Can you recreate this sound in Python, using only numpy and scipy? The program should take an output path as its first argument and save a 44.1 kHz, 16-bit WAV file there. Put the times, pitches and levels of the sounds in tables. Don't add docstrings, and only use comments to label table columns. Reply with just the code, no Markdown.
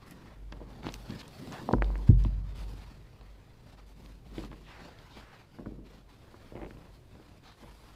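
import sys
import numpy as np
from scipy import signal
from scipy.fft import rfft, irfft
from scipy.io import wavfile
from scipy.ndimage import uniform_filter1d

SR = 44100
rng = np.random.default_rng(int(sys.argv[2]) if len(sys.argv) > 2 else 0)


def store_wav(level_fs):
    pcm = np.round(np.clip(np.atleast_2d(level_fs), -1, 1) * 32767)
    wavfile.write(sys.argv[1], SR, pcm.T.astype(np.int16))


N = 350595
LEAD_S = 0.015


def book():
    # start_s, peak_db, contact_ms, low_cut_hz
    blows = [(0.846, -35.5, 0.69, 600), (0.8675, -24, 0.78, 200), (0.887, -30.5, 0.83, 350),
             (1.097, -30, 5.2, 170), (1.103, -34, 2.9, 189), (1.120, -28.5, 4, 190),
             (1.157, -34.5, 5.4, 190), (1.432, -37, 3.7, 168), (1.522, -34, 0.57, 248),
             (1.6897, -16, 1.3, 830), (1.693, -25, 1.9, 220), (1.7108, -19, 1.4, 597),
             (1.732, -12.5, 3.75, 131), (1.7365, -11, 0.79, 204), (1.7385, -17.5, 1.24, 260),
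             (1.749, -17.5, 3.46, 262), (1.784, -36.5, 0.69, 600), (1.8222, -13.5, 0.55, 330),
             (1.903, -32.5, 1, 398), (1.956, -28.5, 0.5, 232), (2.0908, -4, 6.77, 76.6),
             (2.1012, -16.5, 3.75, 296), (2.249, -30.5, 1.05, 600), (2.255, -22, 4.4, 200)]
    return knocks(blows, ring_db=-3.8, dense_db=-14.5, grit_db=-7.5,
                  rise_s=0.0014, fall_s=0.0011, muffle=0.13)


def knocks(blows, ring_db, dense_db, grit_db, rise_s, fall_s, muffle=0, free_hz=131):
    # pitch_hz, level_db, t60_s
    modes = [(95.5, 11, .5), (99.7, 16, 0.074), (121.8, 16.5, 0.39), (157.7, 11, 0.4), (207.3, 12.5, 0.096),
             (213, 4.5, 0.19), (238, 7, 0.077), (309, 13, 0.15), (325, 6, 0.17), (412, -11, 0.18),
             (469, 9.5, 0.29), (590, 8, 0.16), (662, -12, 0.09), (840, -0.5, 0.067), (977, 6.5, 0.063),
             (1058, 0.5, 0.081)]
    # frequency_hz, t60_s
    wood_decay = [(100, 0.14), (300, 0.32), (1000, 0.05), (4000, 0.01)]
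    t = np.arange(SR // 2) / SR
    top = signal.unit_impulse(len(t))
    for hz, db, t60 in modes:
        damping = np.log(1000) / t60
        loaded = damping + muffle * max(hz - free_hz, 0)
        strength = gain_of(db + ring_db) * 2 * damping / SR
        top += strength * np.exp(-loaded * t) * np.cos(2 * np.pi * hz * t)
    out = np.zeros(N)
    for start, db, contact_ms, low_hz in blows:
        force = rough_contact(push(contact_ms, low_hz), grit_db, rise_s, fall_s)
        weak_modes = gain_of(dense_db) * tail(wood_decay, len(t))
        blow = signal.fftconvolve(force, top + weak_modes)
        add(out, start - LEAD_S, gain_of(db) * blow / abs(blow).max())
    return out


def push(contact_ms, low_hz, size=4096):
    phase = np.minimum(np.arange(size) / SR * 1000 / contact_ms, 1)
    return low_cut(np.sin(np.pi * phase) ** 2 + 1e-20, low_hz)


def rough_contact(force, grit_db, rise_s, fall_s):
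    t = np.arange(-LEAD_S, 2 * LEAD_S, 1 / SR)
    grit = rng.standard_normal(len(t)) * np.exp(np.minimum(t / rise_s, -t / fall_s))
    grit *= gain_of(grit_db) / np.linalg.norm(grit)
    contacts = low_cut(grit, hz=480)
    contacts[round(LEAD_S * SR)] += 1
    return signal.fftconvolve(force, contacts)


def altar_sway(pitch_hz=48.54, t60_s=1.11):
    # start_s, level_db, build_up_s
    loads = [(0.353, -26.5, 0.22), (0.843, -36.5, 0.075), (1.734, -15.5, 0.075), (2.093, -13.5, 0.015),
             (2.581, -30, 0.021), (3.191, -41, 0.043), (3.678, -26, 0.73), (3.998, -37.5, 0.069),
             (4.28, -31.5, 0.11), (5.591, -35, 0.13), (6.529, -33, 0.26), (7.598, -43.5, 0.06)]
    t, out = np.arange(2 * SR) / SR, np.zeros(N)
    swing = np.cos(2 * np.pi * pitch_hz * t) * np.exp(-np.log(1000) * t / t60_s)
    for start, db, build_up in loads:
        add(out, start, gain_of(db) * (1 - np.exp(-t / build_up)) * swing)
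    return out


def fingers(tap_db=-47, tap_low_hz=243, db_per_octave=44, slip_ms=1.6, slip_low_hz=313):
    # start_s, peak_db, contact_ms
    taps = [(0.525, -29.5, 0.37), (0.605, -40, 0.84), (0.615, -35, 1.65), (3.2113, -44, 0.57),
            (4.381, -27, 1.66), (4.439, -35.5, 0.78), (4.517, -39, 0.77), (4.53, -37.5, 0.37),
            (5.587, -36.5, 0.7), (5.595, -35.5, 2), (5.660, -32, 0.73), (5.669, -30.5, 2.5),
            (5.720, -37, 2.1), (5.790, -38.5, 1.9), (5.17, -44, 1.4), (6.343, -38, 0.67), (6.522, -37, 1.5),
            (6.709, -39, 1.5), (6.77, -46.5, 1.3), (7.153, -44.5, 0.8), (7.199, -42, 0.77),
            (7.636, -41, 0.89)]
    blows = [(start, db, contact_ms, tap_low_hz * 2 ** ((tap_db - db) / db_per_octave))
             for start, db, contact_ms in taps]
    blows += [(start, db, slip_ms, slip_low_hz) for start, db, _ in slips()]
    return knocks(blows, ring_db=6.0, dense_db=-1.5, grit_db=-2.5, rise_s=0.0023, fall_s=0.0048)


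def slips(fade_db_per_s=153, tick_offset_db=-5.5):
    # start_s, length_s, slips_per_s, peak_db
    runs = [(6.554, .03, 88, -37.5), (6.616, .05, 65, -35)]
    return [(start + elapsed, db - fade_db_per_s * elapsed, db + tick_offset_db)
            for start, length, rate, db in runs for elapsed in np.arange(0, length, 1 / rate)]


def snaps(spread=1.66, slip_tick_hz=1670):
    # start_s, peak_db, centre_hz
    dry_snaps = [(0.110, -37.5, 7500), (0.523, -38, 3640), (0.527, -41, 2100), (0.832, -37.5, 2400),
                 (0.8674, -31, 2280), (0.890, -29, 2700), (0.923, -38, 4200), (0.94, -34, 9500),
                 (0.941, -26.5, 3540), (1.106, -33.5, 2960), (1.214, -35.5, 1800), (1.28, -38, 5900),
                 (1.523, -35.5, 4000), (1.729, -30.5, 3630), (1.8445, -36.5, 2930), (1.979, -45.5, 5500),
                 (2.239, -39.5, 4960), (2.249, -36.5, 2100), (3.2113, -46, 2300), (4.061, -41.5, 2800),
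                 (4.382, -33.5, 2300), (4.448, -37.5, 3400), (4.515, -44, 2220), (4.988, -41, 2750),
                 (6.708, -40, 1590), (6.7715, -49, 2000), (7.153, -53, 2100), (7.226, -52, 2400)]
    cloth_ticks = [(start, db, slip_tick_hz) for start, _, db in slips()]
    out = np.zeros(N)
    for start, db, hz in list(dry_snaps) + cloth_ticks:
        tick = rough_contact(pulse(hz / spread, hz * spread), grit_db=-0.5, rise_s=0.00014, fall_s=0.0017)
        add(out, start - LEAD_S, gain_of(db) * tick / abs(tick).max())
    return out


def pulse(low_hz, high_hz, size=512):
    high_cut = signal.butter(6, min(high_hz, SR / 2 - 1), fs=SR, output="sos")
    return low_cut(signal.sosfilt(high_cut, signal.unit_impulse(size) + 1e-20), low_hz)


def handling(waver_db=4.5, waver_hz=5.2):
    drive = friction()
    stir = gain_of(waver_db * flutter(waver_hz))
    return wood_rub(drive, stir) + rustle(drive, stir)


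def friction(slips_per_s=420, spread_db=3, slip_share=0.13, clump_db=1.5, clump_hz=40):
    sizes = gain_of(spread_db * np.minimum(rng.exponential(1, N), 4))
    signs = rng.choice([-1, 1], N)
    fibres = unit_rms(sizes * signs * (rng.random(N) < slips_per_s / SR))
    slide = patchy(rng.standard_normal(N))
    blend = np.sqrt(slip_share) * fibres + np.sqrt(1 - slip_share) * slide
    return blend * gain_of(clump_db * flutter(clump_hz))


def patchy(x, depth_db=2.5, patch_cells=6):
    spectra = signal.stft(x, SR, nperseg=1024)[2]
    patches = uniform_filter1d(rng.standard_normal(spectra.shape), patch_cells, axis=0)
    patches = unit_rms(uniform_filter1d(patches, patch_cells, axis=1))
    return unit_rms(signal.istft(spectra * gain_of(depth_db * patches), SR, nperseg=1024)[1][:N])


def wood_rub(drive, stir, resting_db=-68):
    # start_s, length_s, level_db
    slides = [(-0.1, 0.52, -57), (0.51, 0.21, -51), (0.7, 0.23, -48.5), (0.9, 0.87, -54),
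              (1.06, 0.16, -52.5), (1.39, 0.23, -44), (1.6, .48, -44), (2.08, .45, -55.5),
              (2.55, 0.21, -54), (3.62, 0.12, -58), (3.95, 0.29, -58), (4.22, 0.44, -56.5),
              (4.41, 0.046, -44.5), (4.77, 0.12, -52), (5.14, 0.061, -62), (5.57, 0.3, -51),
              (6.52, .2, -55.5), (6.72, 0.17, -58), (7.6, 0.092, -56)]
    # frequency_hz, level_db
    rub = [(60, -18), (110, 0.5), (160, 3), (240, 0.5), (350, -6.5), (550, -14), (900, -28), (2000, -60)]
    return np.hypot(swells(slides), gain_of(resting_db) * stir) * coloured(drive, rub)


def rustle(drive, stir, robe_db=-79):
    # start_s, length_s, level_db, brightness_db
    movements = [(-0.1, 0.46, -68, -4), (0.05, 0.09, -67, 16), (0.251, 0.13, -74.5, -14),
                 (0.48, 0.54, -75, -8.5), (0.68, 0.13, -66, -2.5), (0.82, .09, -60, -6),
                 (0.9, 0.16, -61, 10), (1.04, 0.24, -59, 2), (1.27, 0.5, -59, 5.5), (1.51, 0.088, -60, -14),
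                 (1.8, 0.35, -65.5, 4), (2.065, 0.03, -60, -3.5), (2.17, 0.11, -64.5, 6.5),
                 (2.24, 0.16, -70, -4), (2.548, 0.094, -59.5, 4.5), (2.6, 0.24, -65.5, 6),
                 (2.74, 0.21, -66, 0), (2.85, 0.85, -73.5, -2), (3.66, 0.085, -66.5, 0),
                 (3.77, 0.025, -64, -6.5), (3.86, 0.065, -67.5, 8), (3.95, 0.23, -68, 7),
                 (4.24, 0.14, -69, 2), (4.33, .15, -59.5, 3), (4.5, 0.22, -69, 1.5), (4.66, .34, -65, -8),
                 (4.79, 0.093, -62, -6), (4.97, 0.27, -66.5, -0.5), (5.15, 0.069, -61.5, -3.5),
                 (5.32, 0.11, -65, -5.5), (5.84, 0.054, -68.5, 1), (6.08, 0.09, -69.5, 2),
                 (6.19, 0.44, -71.5, -2), (6.67, 0.076, -69, 8), (6.79, .11, -73.5, -11.5),
                 (6.91, 0.056, -69.5, 5), (7.17, 0.35, -73.5, 5), (7.43, 0.1, -64.5, -2.5),
                 (7.52, 1, -66, 0.5)]
    # frequency_hz, level_db
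    folds = [(300, -2.5), (600, 3.5), (1000, 6.5), (1350, 2.5), (1900, -0.5), (2600, -8.5), (4000, -43.5)]
    swish = [(1500, -10.5), (2700, -1.5), (3600, 0), (4700, -0.5), (5800, -8), (7500, -14.5),
             (11000, -43.5)]
    fizz = [(5000, -31), (7500, 6.5), (9000, 9.5), (13000, 8.5), (15500, 3.5)]
    out = np.zeros(N)
    for spectrum, offset_db, tilt in [(folds, 2.5, -0.71), (swish, 0, 0), (fizz, -12.5, 0.55)]:
        moving = swells([(start, length, db + tilt * brightness)
                         for start, length, db, brightness in movements])
        envelope = np.hypot(moving, gain_of(robe_db) * stir)
        out += gain_of(offset_db) * envelope * coloured(drive, spectrum)
    return out


def swells(movements, skew=0.57, roundness=0.35, settle_s=0.012):
    t, power = np.arange(N) / SR, np.zeros(N)
    for start, length, db in movements:
        during = (t > start) & (t < start + length)
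        progress = (t[during] - start) / length
        arch = abs(np.sin(np.pi * progress ** skew)) ** roundness
        power[during] += (gain_of(db) * arch) ** 2
    pole = np.exp(-1 / (settle_s * SR))
    return np.sqrt(signal.lfilter([1 - pole], [1, -pole], power + 1e-20))


def linen():
    # start_s, length_s, level_db, start_hz, end_hz
    sweeps = [(4.61, 0.26, -58.5, 4000, 1000), (5.08, 0.16, -61, 4380, 2620),
              (5.15, 0.26, -58.5, 1350, 1060), (7.42, 0.14, -63.5, 3900, 3760)]
    creases = [(6.52, 0.19, -48, 310, 333), (6.52, 0.17, -53, 534, 600), (6.53, 0.16, -64.5, 1890, 2140)]
    crumples = [(0.852, .05, -53, 1780, 3300), (1.18, 0.048, -51, 4470, 3200), (4.36, .11, -77, 2300, 3600)]
    smoothing = [(7.45, .6, -76, 10000, 10800)]
    return (strokes(sweeps, width_hz=1540, clump_db=0, clump_hz=50)
            + strokes(creases, width_hz=320, clump_db=3, clump_hz=90)
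            + strokes(crumples, width_hz=2500, clump_db=1.5, clump_hz=263)
            + strokes(smoothing, width_hz=5000, clump_db=1.2, clump_hz=30))


def strokes(rows, width_hz, clump_db, clump_hz):
    out = np.zeros(N)
    drive = rng.standard_normal(N) * gain_of(clump_db * flutter(clump_hz))
    for start, length, db, start_hz, end_hz in rows:
        hz = np.geomspace(start_hz, end_hz, round(length * SR))
        stroke = np.resize(drive[round(start * SR):], len(hz))
        stroke = resonate(resonate(stroke, hz, width_hz), hz, width_hz)
        add(out, start, gain_of(db) * unit_rms(stroke) * signal.windows.tukey(len(hz), 0.7))
    return out


def resonate(x, hz, width_hz):
    carrier = np.exp(2j * np.pi * np.cumsum(hz) / SR)
    pole = np.exp(-np.pi * width_hz / SR)
    return 2 * (carrier * signal.lfilter([1 - pole], [1, -pole], x / carrier)).real


def hall(near, wet_db=-23.0, delay_s=0.02):
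    # frequency_hz, t60_s
    decay = [(100, 3), (300, 0.78), (1000, 2.6), (4000, 0.88), (12000, 1.45)]
    # frequency_hz, level_db
    tone = [(60, 8), (100, 4), (170, 10.5), (250, -12), (500, 4), (1500, -3), (8000, 0.5)]
    late = coloured(tail(decay, 2 * SR), tone)
    echoes = np.concatenate([np.zeros(round(delay_s * SR)), late / np.linalg.norm(late)])
    return near + gain_of(wet_db) * signal.fftconvolve(near, echoes[:-SR // 4])[:N]


def tail(t60s, size):
    hz, t, spectra = signal.stft(rng.standard_normal(size), SR, nperseg=256)
    fade = gain_of(-60 * t / value_at(t60s, hz)[:, None])
    echoes = signal.istft(spectra * fade, SR, nperseg=256)[1][:size]
    return echoes / np.linalg.norm(echoes)


def room_tone(level_db=-56.5, waver_db=1.5):
    # frequency_hz, level_db
    spectrum = [(15, -6.5), (25, -1), (36, -9), (55, 3.5), (80, -5.5), (115, -0.5), (170, -12), (400, -15),
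                (700, -22.5), (1000, -27), (1300, -30), (4300, -36.5), (6000, -41), (15000, -46.5)]
    return gain_of(level_db + waver_db * flutter(hz=1)) * coloured(rng.standard_normal(N), spectrum)


def gain_of(db):
    return 10 ** (np.asarray(db) / 20)


def unit_rms(x):
    return x / np.sqrt(np.mean(x ** 2) + 1e-20)


def value_at(points, hz):
    table_hz, values = np.transpose(points)
    return np.interp(np.log(hz + 1), np.log(table_hz + 1), values)


def add(mix, start_s, sound):
    part = mix[round(start_s * SR):][:len(sound)]
    part += sound[:len(part)]


def low_cut(x, hz):
    return signal.sosfilt(signal.butter(2, hz, "high", fs=SR, output="sos"), x)


def coloured(x, spectrum):
    gains = gain_of(value_at(spectrum, np.fft.rfftfreq(len(x), 1 / SR)))
    return unit_rms(irfft(rfft(x) * gains, len(x)))


def flutter(hz):
    rolloff = 1 + (np.fft.rfftfreq(N, 1 / SR) / hz) ** 4
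    return unit_rms(irfft(rfft(rng.standard_normal(N)) / rolloff, N))


def scene():
    near = book() + fingers() + linen() + snaps() + handling()
    return (hall(near) + altar_sway() + room_tone())[None]


def record(dry, edge_hz=15600):
    high_cut = signal.firwin(511, edge_hz, window=("kaiser", 9), fs=SR)
    return signal.oaconvolve(dry, high_cut[None], "same")


dry = scene()
out = record(dry)
store_wav(out)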